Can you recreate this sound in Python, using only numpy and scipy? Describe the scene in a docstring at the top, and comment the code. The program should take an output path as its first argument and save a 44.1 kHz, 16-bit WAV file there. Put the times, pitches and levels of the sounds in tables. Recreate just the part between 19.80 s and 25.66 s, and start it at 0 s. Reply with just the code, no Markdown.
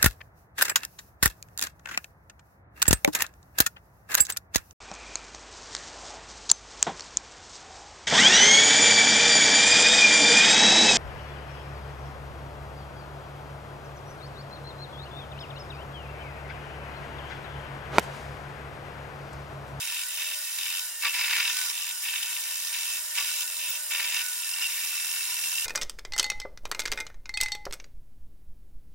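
"""Lathe facing a metal ring

Chip after chip catches, runs and breaks off, shearing in quick strong-weak strokes of tiny fractures
that ring tool, work and chuck. The tool rubs and hisses throughout and squeals, mostly between chips.
Jammed chips crack free; drive and gears whine faintly. Heard above the tool post in a workshop."""
import sys
import numpy as np
from scipy import signal
from scipy.fft import rfft, irfft, next_fast_len
from scipy.io import wavfile
from scipy.ndimage import uniform_filter1d

SR = 44100
rng = np.random.default_rng(int(sys.argv[2]) if len(sys.argv) > 2 else 0)


def generate_wav(signal):
    """Clip the signal to [-1, 1] and save it as 16-bit WAV at the path in sys.argv[1]."""
    frames = np.transpose(np.atleast_2d(signal))
    scaled = np.clip(frames, -1, 1) * 32767
    pcm = np.round(scaled).astype(np.int16)
    wavfile.write(sys.argv[1], SR, pcm)


N = 258243
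TIME_S = np.arange(N) / SR
N_FFT = next_fast_len(N)
FREQ_HZ = np.maximum(np.arange(N_FFT // 2 + 1) * SR / N_FFT, 1)
SKIM_SCRAPE_DB = -36  # between chips

# contact spectra ahead of the metal's resonances: freq_hz, gain_db
TEAR_SPECTRUM = [(100, -53), (300, -47), (600, -30), (900, -10.5), (1300, -10.5), (1800, -1), (2300, 7.5),
                 (3000, -11.5), (3700, -4), (5000, 3), (8000, -76), (15000, -42)]
SHANK_SPECTRUM = [(1200, -35.5), (2000, -13.5), (2500, -0.5), (2750, -3), (3100, -7), (3700, 3),
                  (4400, -25), (8000, -36)]
SCRAPE_SPECTRUM = [(200, -73), (700, -23), (1500, -15.5), (2600, -20), (3400, -4.5), (4200, -1), (5200, 2),
                   (6500, -2.5), (8000, -6.5), (11000, -10), (15500, -5)]


def cut(metal, unloaded_hz=88.02, sag_hz=5.5, full_load_db=-30, jitter_strokes=.08):
    """Each stroke tears, scrapes the chip, bends the shank and rubs the flank; load slows the strokes."""
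    # flank rub: freq_hz, gain_db
    rub_spectrum = [(200, -37.5), (700, -18), (1300, -17), (2500, -14.5), (4000, -20.5), (5500, -16),
                    (7500, 2), (9000, -1), (11000, 0.5), (15500, -1.5)]
    tear_gain, shank_gain, scrape_gain, sing_gain, depth = chip_engagement()
    load = uniform_filter1d(tear_gain, SR // 10) / undb(full_load_db)
    strokes = np.cumsum(unloaded_hz - sag_hz * load) / SR + jitter_strokes * wander(80)
    # the rub grows as the tool feeds in, and with the scrape
    rub_gain = undb(-35.5 + .5 * TIME_S) * (scrape_gain / undb(SKIM_SCRAPE_DB)) ** .15
    shear = stroke_force(strokes, depth, lag=.1, crest=.4, weak_db=-4, scatter_db=1.2)
    bend = stroke_force(strokes, depth, lag=.33, crest=.5, weak_db=-4, scatter_db=1.1)
    drag = stroke_force(strokes, .8 * depth, lag=.12, crest=.55, weak_db=-5, scatter_db=.8)
    # the flank touches going in and springing back
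    touch = stroke_force(2 * strokes, .5 * depth, lag=.6, crest=.45, weak_db=-2, scatter_db=.6)
    tear = contact(shear, TEAR_SPECTRUM, metal, grit_db=3.8) * tear_gain
    shank = contact(bend, SHANK_SPECTRUM, metal, grit_db=2) * shank_gain * undb(.8 * wander(110))
    scrape = contact(drag, SCRAPE_SPECTRUM, metal, grit_db=2.5) * scrape_gain
    rub = contact(touch, rub_spectrum, metal, grit_db=2.5) * rub_gain
    dip_db = lull_db()
    hiss = chip_curl(undb(dip_db) * scrape + undb(.45 * dip_db) * rub)
    singing = sing_gain * shank_singing(bend, metal)
    return undb(dip_db) * (tear + shank) + hiss + singing + tool_ring(strokes, metal)


def chip_engagement(catch_s=.012, break_s=.01):
    """Four gains and a stroke depth: each chip catches, eases or tightens, then breaks back to a skim."""
    # start_s, end_s, tear_db, shank_db, scrape_db, sing_db, ease_db, stroke_depth
    chips = [(0, 0.236, -43.5, -38, -34.5, -52, -0.5, 0.41),
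             (0.284, 0.361, -49.5, -41.5, -38.5, -61, -4.5, 0.33),
             (0.362, 0.545, -41, -36.5, -35, -55, 3.5, 0.4), (0.53, 0.767, -49, -50, -37.5, -51, -3, 0.2),
             (0.774, 0.997, -43, -37, -33.5, -45, 1, 0.5),
             (1.211, 1.312, -38.5, -39.5, -34.5, -35.5, -1, 0.47),
             (1.327, 1.486, -32, -36.5, -33, -40, 0.5, 0.2),
             (1.485, 1.718, -30, -33.5, -32, -39, 5.5, 0.22),
             (1.715, 1.913, -36.5, -42.5, -31.5, -50, 7.5, 0.24),
             (1.917, 2.112, -47.5, -40.5, -34.5, -50, -2, 0.46),
             (2.228, 2.46, -40.5, -39, -36, -43.5, 3, 0.2), (2.44, 2.91, -45.5, -44, -34, -51, 1.5, 0.37),
             (2.917, 3.192, -40, -40, -33, -44.5, 8, 0.3), (3.342, 3.629, -37, -38, -31.5, -47, 8.5, 0.4),
             (3.636, 3.762, -49.5, -48.5, -39, -47, -3, 0.44),
             (3.783, 3.97, -45, -37.5, -34.5, -46.5, 4.5, 0.3),
             (4.101, 4.426, -37, -36, -33.5, -40.5, -1.5, 0.47),
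             (4.44, 4.592, -41.5, -45, -40.5, -66, 14, 0.36),
             (4.596, 4.797, -51.5, -47.5, -39, -41.5, -11.5, 0.53),
             (4.799, 4.869, -37.5, -41, -33.5, -33.5, 7, 0),
             (4.876, 5.216, -41, -42.5, -34, -41.5, 0, 0.33),
             (5.213, 5.6, -43.5, -46.5, -33.5, -41.5, -1.5, 0.4),
             (5.602, 5.86, -45, -48, -32.5, -39, 1, 0.43)]
    t = TIME_S[::SR // 1000]
    gains = undb([-50, -61, SKIM_SCRAPE_DB, -89])[:, None]  # skim: tear, shank, scrape, sing
    depth = .056
    for start_s, end_s, tear_db, shank_db, scrape_db, sing_db, ease_db, stroke_depth in chips:
        hold = np.clip((t - start_s) / catch_s, 0, 1) * np.exp(-np.maximum(t - end_s, 0) / break_s)
        eased_db = ease_db * np.clip((t - start_s) / (end_s - start_s), 0, 1)
        levels_db = tear_db - eased_db, shank_db - .25 * eased_db, scrape_db, sing_db
        gains = np.maximum(gains, [hold * undb(db) for db in levels_db])
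        depth = depth + hold * (stroke_depth - depth)
    return [np.interp(TIME_S, t, control) for control in (*gains, depth)]


def stroke_force(strokes, depth, lag, crest, weak_db, scatter_db):
    """Steady drag plus a surge per stroke, every second one offset by weak_db; lag, crest in strokes."""
    index, age = np.divmod(strokes + 2 - lag, 1)
    index = index.astype(int)
    size = undb(scatter_db * rng.standard_normal(N // 100)[index] + weak_db * (index % 2))
    surge = unit_rms(size * np.interp(age, [0, crest, 1], [0, 1, 0]) ** 2)
    return unit_rms(1 - depth + depth * surge)


def contact(force, spectrum, metal, grit_db):
    """Dense micro-fractures of uneven size ring the metal; stereo, rms 1."""
    sizes = undb(grit_db * np.repeat(rng.uniform(-1.7, 1.7, N // 16 + 1), 16)[:N])
    grains = stereo_spectrum(rng.standard_normal((3, N)) * sizes * force)
    return unit_rms(irfft(grains * metal * undb(over_freq(spectrum)), N_FFT)[:, :N])


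def metal_response():
    """Left and right frequency response of tool, work and chuck; each mode rings on once struck."""
    # freq_hz, width_hz, left_db, right_db
    modes = [(960.0, 105.0, 12.5, 13.5), (1165.0, 60.0, 5.0, 9.5), (1444.0, 204.0, 10.5, 11.0),
             (1780.0, 199.0, 8.5, 9.0), (2232.0, 134.0, 3.0, 3.5), (2635.0, 170.0, 11.5, 10.0),
             (2822.0, 122.0, 3.0, 6.5), (3040.0, 379.0, 16.5, 11.0), (3295.0, 118.0, 2.0, 5.0),
             (3630.0, 200.0, 2.0, 4.5), (3860.0, 120.0, 4.0, 6.0), (4310.0, 149.0, 2.5, 3.5),
             (5020.0, 160.0, 6.5, 5.0), (5585.0, 210.0, 2.0, 8.0), (6009.0, 84.0, 4.0, 10.0),
             (6582.0, 410.0, 4.0, 6.0), (6895.0, 132.0, 8.5, -0.0), (7292.0, 333.0, 7.0, 8.5),
             (7690.0, 200.0, 4.5, 6.0), (8378.0, 455.0, 6.0, 6.5), (8731.0, 196.0, 7.5, 1.0),
             (8910.0, 125.0, 3.5, 9.5), (9304.0, 664.0, 5.5, 8.5), (10110.0, 260.0, 6.5, 8.0),
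             (10765.0, 150.0, 0.5, 4.0), (11201.0, 438.0, 4.5, 8.5), (11649.0, 150.0, 1.5, 5.5),
             (12295.0, 435.0, 3.5, 4.0), (12860.0, 190.0, 3.5, 8.0), (13445.0, 700.0, 3.5, 5.5),
             (14705.0, 465.0, 3.5, -2.0)]
    # where the parts' motions cancel: freq_hz, width_hz, gain_db
    notches = [(1272, 80, -3.5), (3400, 100, -3.5), (4650, 300, -2.5), (7920, 200, -2.5)]
    # parts radiate with different signs, so the sides differ in phase: freq_hz, lead_rad
    left_lead = [(2400, 0), (2750, -.7), (3100, -2.6), (3380, -3.1), (3500, 0), (3950, -.2), (4150, -2.4),
                 (4500, -2.4), (4700, -1), (5300, -1.7), (5550, .7), (6050, 0), (6500, -2.7), (6850, .3),
                 (7100, -2.4), (8000, -3), (8450, -2.1), (8650, 0), (8850, -2.3), (9500, -3), (9900, -1.7),
                 (10600, -2.6), (11600, -.6), (11950, -3), (12900, -1.5), (14600, -3.3), (15100, -.4)]
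    mode_hz, width_hz, left_db, right_db = np.transpose(modes)
    peaks = 1 / (1 + (2 * (FREQ_HZ[:, None] - mode_hz) / width_hz) ** 2)
    dips_db = sum(db / (1 + (2 * (FREQ_HZ - hz) / span_hz) ** 2) for hz, span_hz, db in notches)
    log_gain = np.log(undb([peaks @ left_db + dips_db, peaks @ right_db + dips_db]))
    cepstrum = irfft(log_gain, N_FFT)
    minimum_phase = rfft(2 * cepstrum.mean(0)[:N_FFT // 2], N_FFT).imag
    phase = np.array([minimum_phase, minimum_phase - over_freq(left_lead)])
    return np.exp(log_gain + 1j * phase)


def lull_db(edge_s=.015):
    """The level dips where the tool barely touches."""
    # start_s, end_s, dip_db
    lulls = [(0.243, 0.315, -1), (1.005, 1.1, -1), (1.1, 1.202, -5), (2.12, 2.225, -2), (3.19, 3.337, -1),
             (3.644, 3.76, -1), (3.982, 4.094, -3)]
    return sum(dip_db * np.clip(np.minimum(TIME_S - start_s, end_s - TIME_S) / edge_s + .5, 0, 1)
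               for start_s, end_s, dip_db in lulls)


def chip_curl(hiss, drift_db=.6, flicker_db=1.3):
    """As the chip curls, each band of the hiss drifts and flickers on its own."""
    # centre_hz
    bands = [3000, 4400, 5200, 6000, 7000, 8000, 9000, 10200, 11400, 12800, 14500]
    spectrum, out = rfft(hiss, N_FFT), 0
    for weights in np.eye(len(bands)):
        band = irfft(spectrum * np.interp(FREQ_HZ, bands, weights), N_FFT)[:, :N]
        out = out + band * undb(drift_db * wander(12) + flicker_db * wander(190))
    return out


def shank_singing(bend, metal, wander_hz=72, octave_db=-11, flutter_db=5):
    """Strokes pump the shank's bending mode; it sputters and wanders, and the chip slaps an octave up."""
    # settles higher in steady chatter: time_s, pitch_hz
    bending_mode = [(0, 2648), (4.6, 2669), (4.85, 2776), (5.2, 2690), (5.55, 2753), (5.66, 2690),
                    (5.86, 2793)]
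    phase = phase_rad(over_time(bending_mode) + wander_hz * wander(420))
    grip = undb(flutter_db * np.tanh(wander(130)))
    slap = undb(octave_db + flutter_db * np.tanh(wander(86)))
    return resonate(bend * grip * (np.sin(phase) + slap * np.sin(2 * phase)), metal)


def tool_ring(strokes, metal, pitch_hz=5590, wander_hz=55):
    """A thin high ring pulses once per strong stroke and grows when steady chatter sets in."""
    # time_s, level_db
    envelope = [(0, -67), (4.5, -60), (4.65, -49), (4.9, -46.5), (5.5, -44), (5.7, -52), (5.86, -55)]
    pulse = stroke_force(strokes / 2, depth=.65, lag=.1, crest=.4, weak_db=0, scatter_db=2)
    tone = pulse * np.sin(phase_rad(pitch_hz + wander_hz * wander(500)))
    return undb(over_time(envelope)) * resonate(tone, metal)


def snags(metal):
    """A jammed chip snaps with a short crack: it tears, flicks the shank and scrapes off."""
    # centre_s, half_length_s, tear_db, shank_db, scrape_db
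    jams = [(.083, 0.0057, -40, -33.5, -44), (.167, 0.0058, -40, -34, -44), (0.426, 0.0051, -40, -32, -44),
            (0.866, .007, -36, -31, -44), (1.236, 0.0074, -27.5, -33, -38), (1.253, 0.012, -23, -28, -36),
            (1.267, 0.0069, -26.5, -29, -44), (1.279, 0.013, -30, -29, -38), (1.348, 0.0072, -34, -29, -38),
            (1.396, 0.0062, -27.5, -38, -35), (1.414, 0.0088, -27.5, -36, -42),
            (1.446, .007, -34, -28, -40), (1.512, 0.0065, -28, -31, -36), (1.534, 0.0071, -26, -35, -31),
            (1.555, .006, -27, -33, -33), (1.567, 0.0085, -24.5, -30, -29), (1.585, 0.011, -28, -31, -35),
            (1.604, 0.01, -23, -40, -32), (1.655, .006, -32, -25.5, -35), (1.679, 0.0044, -28, -27, -29),
            (1.7, 0.0046, -31, -26, -38), (1.77, 0.0043, -37, -38, -23), (1.79, 0.0037, -41, -33, -27),
            (1.816, 0.0024, -34, -34, -27), (1.837, 0.0035, -40, -42, -34), (1.852, .004, -38, -46, -34),
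            (1.9, 0.0052, -38, -41, -26.5), (2.258, 0.0089, -38.5, -32.5, -43),
            (2.287, .008, -34, -30, -42), (2.338, 0.0085, -31, -34, -42), (2.359, 0.0086, -35, -29, -36),
            (2.383, 0.0073, -43, -32, -34), (2.432, 0.008, -42, -29, -28), (2.567, 0.0045, -39, -27.5, -42),
            (2.948, .008, -36, -32, -40), (3.386, 0.015, -28.5, -30, -34), (3.408, .009, -31, -31, -38),
            (3.487, 0.0039, -35, -40, -39), (3.623, .007, -43, -32.5, -32), (4.121, 0.0054, -33, -30, -46),
            (4.151, 0.0066, -30.5, -30, -37), (4.2, .008, -27.5, -36, -38), (4.248, .005, -31, -29, -42),
            (4.346, 0.01, -36, -40, -31), (4.366, .005, -39, -27.5, -29), (4.411, 0.0056, -45, -39, -41),
            (4.633, 0.0065, -46, -33.5, -49), (4.825, 0.0067, -45, -29.5, -36),
            (4.843, 0.0091, -40, -29, -40), (5.642, .006, -36, -30.5, -40), (5.784, .007, -43, -29.5, -32)]
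    pushes = np.zeros((3, N))
    for centre_s, half_length_s, *levels_db in jams:
        pushes += undb(levels_db)[:, None] * swell(centre_s, 2 * half_length_s)
    spectra = TEAR_SPECTRUM, SHANK_SPECTRUM, SCRAPE_SPECTRUM
    return sum(push * contact(1, spectrum, metal, grit_db=1.5) for push, spectrum in zip(pushes, spectra))


def cross_slide():
    """Two jams, near 1.25 s and 3.4 s, jolt the heavy slide, which rings briefly."""
    # start_s, rise_s, level_db
    jolts = [(1.235, .015, -28), (1.249, .012, -26), (3.375, .016, -32), (3.399, .021, -31)]
    # pitch_hz, gain_db, t60_s
    modes = [(522, -25.5, .18), (935, -7, .08), (1155, 0, .09)]
    out, t = np.zeros(N), TIME_S[:SR // 3]
    for start_s, rise_s, level_db in jolts:
        ring = sum(undb(gain_db - 60 * t / t60_s) * np.sin(2 * np.pi * (pitch_hz * t + rng.random()))
                   for pitch_hz, gain_db, t60_s in modes)
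        start = int(start_s * SR)
        out[start:start + len(t)] += undb(level_db) * ring * np.minimum(t / rise_s, 1)
    return out


def squeals(waver_share=.006, flutter_db=1.3, skirt_share=.25):
    """The lightly loaded edge sings in arches and glides; a faint skirt leads in and trails off."""
    # centre_s, length_s, pitch_hz, sag_hz, glide_hz_per_s, level_db
    notes = [(.0, .08, 1480, 220, 0, -51), (.255, .11, 1497, 300, 0, -48), (.3, .11, 1950, 0, 1900, -49),
             (.6, .12, 1468, 200, 200, -53), (.66, .14, 1870, 80, 0, -53), (1.035, .13, 1500, 340, 0, -49),
             (1.13, .2, 2840, -60, -950, -50), (1.17, .12, 1820, 60, 0, -52),
             (1.79, .17, 1515, 400, 0, -41.5), (2.14, .11, 1490, 320, -300, -52),
             (2.17, .13, 2910, 0, -700, -52), (2.495, .1, 1500, 360, 0, -47), (2.88, .12, 1810, 60, 0, -51),
             (3.14, .12, 1820, 60, 0, -52), (3.2, .08, 1480, 150, 0, -54), (3.29, .1, 2860, 90, -500, -53),
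             (3.33, .07, 1815, 60, 0, -49), (3.5, .07, 1490, 170, 0, -51),
             (3.655, .11, 1475, 280, 0, -48.5), (4.005, .12, 1485, 280, 0, -51),
             (4.06, .09, 2890, 40, -900, -50.5), (4.46, .24, 1485, 200, 0, -43.5),
             (4.66, .08, 1780, 40, -400, -49)]
    out, waver = np.zeros(N), 1 + waver_share * wander(220)
    for centre_s, length_s, pitch_hz, sag_hz, glide_hz_per_s, level_db in notes:
        skirt = skirt_share * swell(centre_s, 2.6 * length_s)
        envelope = (1 - skirt_share) * swell(centre_s, length_s) + skirt
        on = envelope > 0
        offset_s = TIME_S[on] - centre_s
        arch_hz = pitch_hz + glide_hz_per_s * offset_s - sag_hz * np.tanh((offset_s / length_s) ** 2)
        out[on] += undb(level_db) * envelope[on] * np.sin(phase_rad(arch_hz * waver[on]))
    return np.sqrt(2) * out * undb(flutter_db * wander(170))


def chip_squeak(at_s=3.903, pitch_hz=15690):
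    """One very high, thin squeak builds up and snaps off."""
    build_up = undb(-41) * swell(at_s - .012, .07)
    peak = undb(-30) * swell(at_s, .016) + undb(-35) * swell(at_s + .003, .03)
    return (build_up + peak) * np.sin(phase_rad(pitch_hz + 60 * wander(300)))


def gears(waver_hz=9, flutter_db=3):
    """Meshing gears whine faintly on a few unsteady notes."""
    # pitch_hz, level_db
    notes = [(969, -70), (1174, -70), (1405, -73)]
    out = np.zeros(N)
    for pitch_hz, level_db in notes:
        gain = undb(level_db + flutter_db * wander(45))
        out += gain * np.sin(phase_rad(pitch_hz + waver_hz * wander(40)))
    return np.sqrt(2) * out


def drive(metal, rush_db=-53.5, sway_db=1.3, waver_hz=2):
    """The drive whines faintly over the rush of gears and spinning chuck."""
    # time_s, pitch_hz, level_db
    whine_track = [(0, 616, -67), (.2, 611, -81), (.35, 622, -66.5), (.6, 615, -62), (.7, 606, -78),
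                   (1.3, 589.4, -69), (2.25, 557.6, -83.5), (2.6, 616, -70), (3.0, 619, -69.5),
                   (3.6, 597, -69), (3.85, 602, -64.5), (4.2, 600, -63.5), (4.5, 601, -77),
                   (5.86, 625, -84)]
    # freq_hz, gain_db
    rush_spectrum = [(25, -28), (100, -34), (200, -18.5), (340, -5.5), (480, -17), (700, 1), (950, -1.5),
                     (1250, -11), (1900, 12), (2500, -3.5), (4000, -18), (8000, -31)]
    whine = np.sqrt(2) * np.sin(phase_rad(over_time(whine_track) + waver_hz * wander(40)))
    rush = contact(undb(sway_db * wander(17)), rush_spectrum, metal, grit_db=4)
    return whine * undb(over_time(whine_track, column=2) + wander(29.86)) + undb(rush_db) * rush


def workshop(x, t60_s=.22, wet_db=-16):
    """Short diffuse reflections from lathe bed and walls."""
    t = TIME_S[:SR // 2]
    tails = rng.standard_normal((3, len(t))) * undb(-60 * t / t60_s) * (t > .002)
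    tails /= np.linalg.norm(tails, axis=1, keepdims=True)
    impulse = irfft(stereo_spectrum(tails), N_FFT)[:, :len(t)]
    return x + undb(wet_db) * signal.fftconvolve(x, impulse, axes=1)[:, :N]


def stereo_spectrum(noises):
    """Mix common, left and right noise; in the treble each side hears other parts of the metal."""
    # freq_hz, common_share
    coherence = [(30, .6), (250, .82), (600, .88), (1500, .98), (2300, .99), (2800, .68), (3300, .5),
                 (3700, .8), (4300, .5), (8000, .62), (15000, .55)]
    common, *sides = rfft(noises, N_FFT)
    share = over_freq(coherence)
    return np.sqrt(share) * common + np.sqrt(1 - share) * np.array(sides)


def resonate(tone, metal):
    """A tone through the metal's resonances; stereo, rms 1."""
    return unit_rms(irfft(rfft(tone, N_FFT) * metal, N_FFT)[:, :N])


def wander(rate_hz):
    """Smooth random curve, spread near 1."""
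    hold = int(SR / rate_hz)
    steps = np.repeat(rng.standard_normal(N // hold + 1), hold)
    return 1.3 * uniform_filter1d(uniform_filter1d(steps, hold), hold)[:N]


def swell(centre_s, length_s):
    """Raised-cosine rise and fall."""
    out = np.zeros(N)
    near = slice(*np.searchsorted(TIME_S, [centre_s - length_s / 2, centre_s + length_s / 2]))
    out[near] = np.cos(np.pi * (TIME_S[near] - centre_s) / length_s) ** 2
    return out


def over_time(table, column=1):
    """One column, interpolated in time."""
    rows = np.array(table)
    return np.interp(TIME_S, rows[:, 0], rows[:, column])


def over_freq(table):
    """Points interpolated over log frequency."""
    hz, value = np.transpose(table)
    return np.interp(np.log(FREQ_HZ), np.log(hz), value)


def phase_rad(hz):
    """Running phase of a changing pitch."""
    return 2 * np.pi * np.cumsum(hz) / SR


def unit_rms(x):
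    """Scale to rms 1."""
    return x / np.sqrt(np.mean(x ** 2))


def undb(db):
    """Decibels to gain."""
    return 10 ** (np.asarray(db) / 20)


def scene():
    """The cut and the running machine in the workshop."""
    metal = metal_response()
    cutting = cut(metal) + snags(metal) + cross_slide() + squeals() + chip_squeak()
    return workshop(cutting + gears() + drive(metal))


def record(dry):
    """Steep low-pass on the top treble."""
    cutoff_hz = 15850
    return signal.sosfilt(signal.ellip(12, .2, 80, cutoff_hz, fs=SR, output="sos"), dry)


dry = scene()
out = record(dry)
generate_wav(out)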